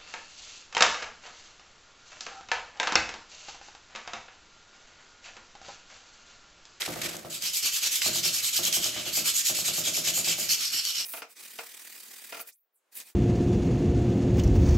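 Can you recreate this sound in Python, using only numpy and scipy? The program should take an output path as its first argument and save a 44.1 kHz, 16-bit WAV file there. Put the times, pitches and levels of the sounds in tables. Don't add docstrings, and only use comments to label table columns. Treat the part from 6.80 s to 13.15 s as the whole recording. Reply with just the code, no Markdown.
import sys
import numpy as np
from scipy import signal
from scipy.fft import rfft, irfft
from scipy.io import wavfile
from scipy.ndimage import uniform_filter1d

SR = 44100
rng = np.random.default_rng(int(sys.argv[2]) if len(sys.argv) > 2 else 0)


def put_to_file(sound):
    columns = np.atleast_2d(sound).T
    safe = np.clip(columns, -1, 1)
    whole_steps = np.round(safe * 32767)
    wavfile.write(sys.argv[1], SR, whole_steps.astype(np.int16))


N = 280035
TIME, HZ = np.arange(N) / SR, np.fft.rfftfreq(N, 1 / SR)
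FAST_FROM_S, FAST_SPEED = 4.25, 4

# start t/s, relative level/dB, tilt/(dB per octave)
STROKES = [(0.495, -32.5, 1.5), (0.611, -27.5, 0.6), (0.728, -26.5, 4.5), (0.824, -24.5, 0),
           (0.919, -27, 3), (1.014, -24.5, -0.5), (1.107, -25.5, 3), (1.213, -24, 0), (1.329, -28, 3.5),
           (1.428, -24, 0.9), (1.527, -26.5, 2), (1.625, -25, 2.5), (1.724, -24.5, 2), (1.823, -25.5, 2),
           (1.921, -23.5, 3.5), (2.008, -28.5, 0), (2.124, -41.5, -6.5), (2.25, -35.5, -2),
           (2.324, -26.5, 5), (2.441, -23, 1), (2.538, -25, 3.5), (2.643, -23.5, 2.8), (2.741, -27.5, 2),
           (2.84, -25.5, -0.1), (2.929, -28.5, 3.5), (3.036, -27, 0.5), (3.128, -30, 2.8),
           (3.236, -25.5, 0.5), (3.335, -27, 4), (3.438, -26, 0.2), (3.573, -31, 3), (3.685, -22.5, 1.8),
           (3.779, -32, 0.1), (3.923, -29, 0.5), (4.037, -32, 1), (4.142, -32, -1)]
# t/s, f/Hz, gain/dB
PAPER_RESONANCE = [(1.1, 7900, 0.5), (1.72, 3250, 7), (2.25, 3100, 7.5), (2.44, 7000, 1.5),
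                   (3.6, 7170, 4.5), (3.66, 4900, 4.5)]
# f/Hz, relative density level/dB
GRIT_SPECTRUM = [(30, -29), (80, -18), (350, -17), (900, -19), (1300, -10.5), (1900, -9), (2450, -2),
                 (3600, -1), (4500, 1), (7000, 0), (8700, -3), (9800, -4), (11300, -6), (15500, -6)]

def sanding(bite=0.66, release=1.62, pause_s=0.0083, paper_octaves=0.14):
    scratches = flex(grit(per_s=1500, coarse_db=-5.5, uneven_db=1.2), depth_db=2.1)
    out = scratches * amp(-38) * np.interp(TIME, [.5, .85], [0, 1])
    ends = [stroke[0] for stroke in STROKES[1:]] + [FAST_FROM_S]
    grip_s, grip_hz, grip_db = np.transpose(PAPER_RESONANCE)
    for (start, db, tilt_db), end in zip(STROKES, ends):
        stroke = unit(scratches[:, round(start * SR):round((end - pause_s) * SR)])
        n = stroke.shape[1]
        hz = np.maximum(np.fft.rfftfreq(n, 1 / SR), 1500)
        paper_hz, paper_db = np.interp(start, grip_s, grip_hz), np.interp(start, grip_s, grip_db)
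        paper_peak = np.exp(-.5 * (np.log2(hz / paper_hz) / paper_octaves) ** 2)
        tone_db = tilt_db * np.log2(hz / 6000) + paper_db * paper_peak
        progress = (np.arange(n) + .5) / n
        arch = np.sin(np.pi * progress) ** np.where(progress < .5, bite, release)
        push = amp(db - 1.5 - progress) * arch
        add(out, start, push * irfft(rfft(stroke) * amp(tone_db), n))
    return amp(0.6) * colour(blade(out), GRIT_SPECTRUM)


def grit(per_s, coarse_db, uneven_db):
    grains = rng.uniform(-0.93, 1, (2, N)) * (rng.random(N) < per_s / SR)
    grip = amp(uneven_db * np.clip(wander(70), -2, 2))
    return unit((rng.standard_normal((2, N)) + amp(coarse_db) * unit(grains)) * grip)


def flex(x, depth_db):
    spectra = signal.stft(x, SR, nperseg=512)[2]
    patches = rng.standard_normal(spectra.shape[1:])
    for axis in (0, 1):
        patches = uniform_filter1d(patches, size=7, axis=axis)
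    return unit(signal.istft(spectra * amp(depth_db * unit(patches)), SR, nperseg=512)[1][:, :N])


# f/Hz, bandwidth/Hz, gain when gripped/dB, gain when free/dB
BLADE_MODES = [(2316, 63, 5, 1.5), (2620, 45, 3.5, -3), (3000, 100, 6, 8), (4380, 170, 1.5, 6.5),
               (5400, 270, 1, 5), (5600, 200, -1.6, 1.5), (6900, 220, 3, -1)]

def blade(friction, grip_eases_s=3.65, change_s=0.04):
    gripped = resonate(friction, [(hz, width, db) for hz, width, db, _ in BLADE_MODES])
    free = resonate(friction, [(hz, width, db) for hz, width, _, db in BLADE_MODES])
    eased = np.clip((TIME - grip_eases_s) / change_s, 0, 1)
    return gripped + eased * (free - gripped)


# centre t/s, Gaussian width/s, relative scrape and slide levels/dB
PAPER_SHIFTS = [(4.261, 0.01, -44.5, -31.5), (4.299, 0.018, -46, -30.5), (4.331, 0.0064, -48, -26),
                (4.369, 0.027, -43, -33.5), (4.517, 0.016, -51.5, -50), (4.577, 0.012, -47, -66),
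                (5.613, 0.0082, -53, -31.5), (5.686, 0.012, -49, -40), (6.133, 0.0085, -54, -54),
                (6.172, 0.014, -43.5, -30.5), (6.212, 0.016, -43, -50), (6.282, 0.025, -51, -48)]
# f/Hz, bandwidth/Hz, gain/dB
FAST_MODES = [(465, 24, 5), (1970, 110, 2), (2450, 43, 8), (3780, 82, 4.5), (4720, 220, 4)]
# f/Hz, relative density level/dB
SCRAPE_SPECTRUM = [(80, -47), (200, -7.5), (650, -8.5), (1400, -6), (1800, 0), (3000, -2.5), (6200, -2),
                   (8300, 1), (9500, -6.5)]
SLIDE_SPECTRUM = [(6000, -61), (8000, -22), (9200, 3), (12500, 1.5), (15000, 4.5)]

def fast_work(flutter_hz=38.08, depth=.35, trough_s=4.592):
    phase = 2 * np.pi * flutter_hz * (TIME - trough_s) + 0.42 * wander(27)
    flutter = 1 - depth * np.cos(phase)
    run = flutter * held(start=4.585, hold_s=1.004, rise_s=0.0096, fade_db_per_s=213.5)
    scrape, slide = amp(-48) * run, amp(-55) * run
    for centre_s, width_s, scrape_db, slide_db in PAPER_SHIFTS:
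        swell = np.exp(-.5 * ((TIME - centre_s) / width_s) ** 2)
        scrape += amp(scrape_db - 2.5) * swell
        slide += amp(slide_db - 7.5) * swell
    scratches = flex(grit(per_s=4500, coarse_db=-6, uneven_db=1.1), depth_db=1.9)
    scratches = unit(resonate(scratches, FAST_MODES))
    sound = scrape * colour(scratches, SCRAPE_SPECTRUM) + slide * colour(scratches, SLIDE_SPECTRUM)
    return stereo(sound, coherence=0.61) * amp([[-.5], [.5]])


# t/s, relative level/dB
KNOCKS = [(.078, -23.5), (.16, -27.5), (.25, -30.5), (.344, -31), (.447, -30), (1.261, -24.5), (1.358, -31),
          (1.454, -32.5), (1.79, -27.5), (1.876, -33.5), (1.969, -29), (2.059, -31), (2.162, -30),
          (2.264, -32), (2.374, -28.5), (2.698, -29), (2.787, -30.5), (2.884, -30), (2.981, -29),
          (3.074, -30), (3.175, -30), (3.273, -29.5), (3.375, -29), (3.473, -29), (3.582, -31),
          (4.337, -26), (4.374, -29.5), (4.42, -25.5), (4.788, -23), (5.524, -25), (5.546, -28.5),
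          (5.57, -31), (5.595, -29.5)]
# f/Hz, relative level/dB, T60/s
BENCH_MODES = [(80, -30.5, 0.32), (116.1, -25, 0.99), (165.7, -20, 0.46), (298, -21, 0.23),
               (227, -21.5, 0.33), (346.7, -14, 0.15), (530.7, -16, 0.17), (613, -17, 0.38),
               (647, -16, 0.2), (695.5, -20, 0.22), (736, -2.5, 0.018), (1174, -6, 0.021)]
# f/Hz, relative density level/dB
BOOM_SPECTRUM = [(35, -27), (75, -8.5), (98, -13), (165, -2.5), (265, -9), (345, -1), (430, -10.5),
                 (620, -4), (800, -13), (1050, -16), (1300, -11.5), (2500, -26)]

def knocks(boom_t60=0.38, linger_t60=1.0, rebound_s=.029):
    t, out = TIME[:SR // 2], np.zeros((2, N))
    ring = sum(amp(db - 60 * t / t60) * np.sin(2 * np.pi * hz * t) for hz, db, t60 in BENCH_MODES)
    ring *= np.minimum(t / 0.0012, 1)
    ring /= abs(ring).max()
    rebound = amp(-2) * signal.lfilter(*signal.butter(2, 480, fs=SR), ring)
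    boom = colour(rng.standard_normal((2, N)), BOOM_SPECTRUM)
    boom = stereo(boom, np.interp(HZ, [160, 500], [.88, .15]))
    envelope = np.hypot(amp(-10 - 60 * t / boom_t60), amp(-15 - 60 * t / linger_t60))
    envelope *= np.minimum(t / 0.0081, 1)
    for start, db in KNOCKS:
        place, lag = rng.random(2)
        offset = int(place * (N - len(t)))
        knock = ring + envelope * boom[:, offset:offset + len(t)]
        add(knock, rebound_s + 0.0042 * (lag - .5), rebound[None])
        knock = signal.lfilter(*signal.butter(2, 55, "high", fs=SR), knock)
        if start > FAST_FROM_S:
            knock = signal.resample_poly(knock, 1, FAST_SPEED, axis=1)
        add(out, start, amp(db - 2) * knock)
    return out


# t/s, relative peak level/dB, centre f/Hz
PAPER_SNAPS = [(0.019, -15, 4030), (0.027, -20, 1620), (0.242, -27.5, 5000), (0.3672, -22.5, 7500),
               (0.449, -37.5, 3000), (0.623, -17.5, 5330), (1.157, -14.5, 7590), (1.2182, -15, 2820),
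               (1.225, -15, 4200), (1.852, -9.5, 6500), (1.927, -15.5, 5370), (2.043, -9.5, 5800),
               (3.445, -16.5, 5000), (4.052, -13, 5460), (5.6745, -36.5, 9600), (6.154, -32, 11000),
               (6.2007, -28.5, 8600)]

def snaps(decay_s=0.0022):
    t, out = TIME[:SR // 50], np.zeros((2, N))
    for start, db, hz in PAPER_SNAPS:
        band = signal.butter(1, [hz * 0.85, hz * 1.18], "band", fs=SR)
        burst = signal.lfilter(*band, rng.standard_normal((2, len(t))) * np.exp(-t / decay_s))
        add(out, start, amp(db + 1) * burst / abs(burst).max())
    return out


# start t/s, hold/s, relative level/dB, decay rate/(dB per s)
PRESSES = [(-0.01, 0.14, -39, 53.5), (0.004, 0.025, -35.5, 902), (0.046, 0.016, -34.5, 696),
           (0.205, 0.043, -33.5, 136), (0.303, 0.013, -43, 600)]
# f/Hz, relative density level/dB
RUSTLE_SPECTRUM = [(60, -18), (400, 1), (1100, -2.5), (2000, 6.5), (4300, 4.5), (9000, 2), (15500, -4.5)]

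def rustle(rise_s=0.017):
    envelope = sum(amp(db) * held(start, hold_s, rise_s, fade) for start, hold_s, db, fade in PRESSES)
    return envelope * colour(grit(per_s=2300, coarse_db=-3.5, uneven_db=2.5), RUSTLE_SPECTRUM)


# f/Hz, T60/s
ROOM_T60 = [(100, 1), (4000, 0.55), (16000, 0.34)]

def room(x, tail_db, early_db):
    n = SR // 2
    echoes = rng.standard_normal((2, n)) * (rng.random((2, n)) < 3000 / SR) * (TIME[:n] > .008)
    hz, t, spectra = signal.stft(echoes, SR, nperseg=256)
    decay = amp(-60 * t / curve(ROOM_T60, hz)[:, None])
    tail = signal.istft(spectra * decay, SR, nperseg=256)[1]
    response = amp(tail_db) * tail / np.linalg.norm(tail, axis=1, keepdims=True)
    for path in response:
        path[rng.integers(SR // 700, SR // 90, size=8)] += amp(early_db) * rng.choice([-1, 1], size=8)
    response[:, 0] += 1
    response /= np.linalg.norm(response, axis=1, keepdims=True)
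    return signal.fftconvolve(x, response, axes=1)[:, :N]


# t/s, lower edge f/Hz, relative level/dB
HISS_GLIDE = [(5.70, 1500, -61), (5.73, 4520, -51.5), (5.77, 10400, -62), (5.84, 14800, -61),
              (5.92, 15800, -76), (5.96, 7500, -60.5), (6.02, 6020, -79)]

def gliding_hiss():
    hz, t, spectra = signal.stft(rng.standard_normal((2, N)), SR, nperseg=256)
    times, edge_hz, db = np.transpose(HISS_GLIDE)
    ratio = hz[:, None] / np.interp(t, times, edge_hz)
    shape = ratio ** 18 / (1 + ratio ** 19)
    level = amp(np.interp(t, times, db, left=-np.inf))
    return stereo(signal.istft(spectra * shape * level, SR, nperseg=256)[1][:, :N], coherence=0.49)


# t/s, relative level/dB
AIR_LEVEL = [(5.69, 1.5), (5.74, -21), (5.85, -2), (5.95, -1.5), (6.08, 8)]
# f/Hz, relative density level/dB
AIR_SPECTRUM = [(60, -23.5), (450, 13.5), (1300, 11), (15000, -11)]

def shop_air():
    level = amp(-85 + np.interp(TIME, *np.transpose(AIR_LEVEL)))
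    return level * stereo(colour(rng.standard_normal((2, N)), AIR_SPECTRUM), coherence=.6)


def amp(db):
    return 10 ** (np.asarray(db) / 20)


def unit(x):
    return x / np.sqrt(np.mean(x ** 2) + 1e-20)


def curve(points, hz):
    f, value = np.transpose(points)
    return np.interp(np.log(hz + 1), np.log(f + 1), value)


def add(mix, start, sound):
    part = mix[:, round(start * SR):][:, :sound.shape[1]]
    part += sound[:, :part.shape[1]]


def held(start, hold_s, rise_s, fade_db_per_s):
    t = TIME - start
    return np.clip(t / rise_s, 0, 1) * amp(-fade_db_per_s * np.maximum(t - hold_s, 0))


def wander(rate_hz):
    return unit(irfft(rfft(rng.standard_normal(N)) / (1 + (HZ / rate_hz) ** 4), N))


def colour(x, spectrum):
    return irfft(rfft(x) * unit(amp(curve(spectrum, HZ))), N)


def resonate(x, modes):
    response = 1 + sum((amp(db) - 1) / (1 + 1j * (HZ - hz) / (width / 2)) for hz, width, db in modes)
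    return irfft(rfft(x) * response, N)


def stereo(x, coherence, phase=0):
    a, b = rfft(x)
    mid, side = a * np.sqrt((1 + coherence) / 2), b * np.sqrt((1 - coherence) / 2)
    return irfft(np.array([mid + side, (mid - side) * np.exp(-1j * phase)]), N)


# f/Hz, coherence,
# left lead/rad
STEREO_IMAGE = [(150, .88, 0), (800, .45, 0), (2200, .7, 0), (4000, .52, 0), (7400, .78, 0),
                (8500, .55, 1.4), (9200, .98, 3.1), (10100, .95, 3.2), (10700, .55, 4.7),
                (11400, .96, 6.28), (12600, .95, 6.3), (13400, .6, 7.8), (14400, .98, 9.4),
                (16000, .9, 9.5)]

def scene():
    slow = TIME < FAST_FROM_S
    crackle = snaps()
    reverberant = room(sanding() + crackle, tail_db=-8, early_db=-25)
    near = np.where(slow, reverberant, crackle) + rustle()
    hz, coherence, phase = np.transpose(STEREO_IMAGE)
    near = stereo(near, np.interp(HZ, hz, coherence), np.interp(HZ, hz, phase)) * amp([[-.5], [.5]])
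    return near + knocks() + fast_work() + gliding_hiss() + shop_air()


def record(dry):
    low_pass = signal.firwin(511, 15800, window=("kaiser", 9), fs=SR)
    return signal.oaconvolve(dry, low_pass[None], "same")


dry = scene()
out = record(dry)
put_to_file(out)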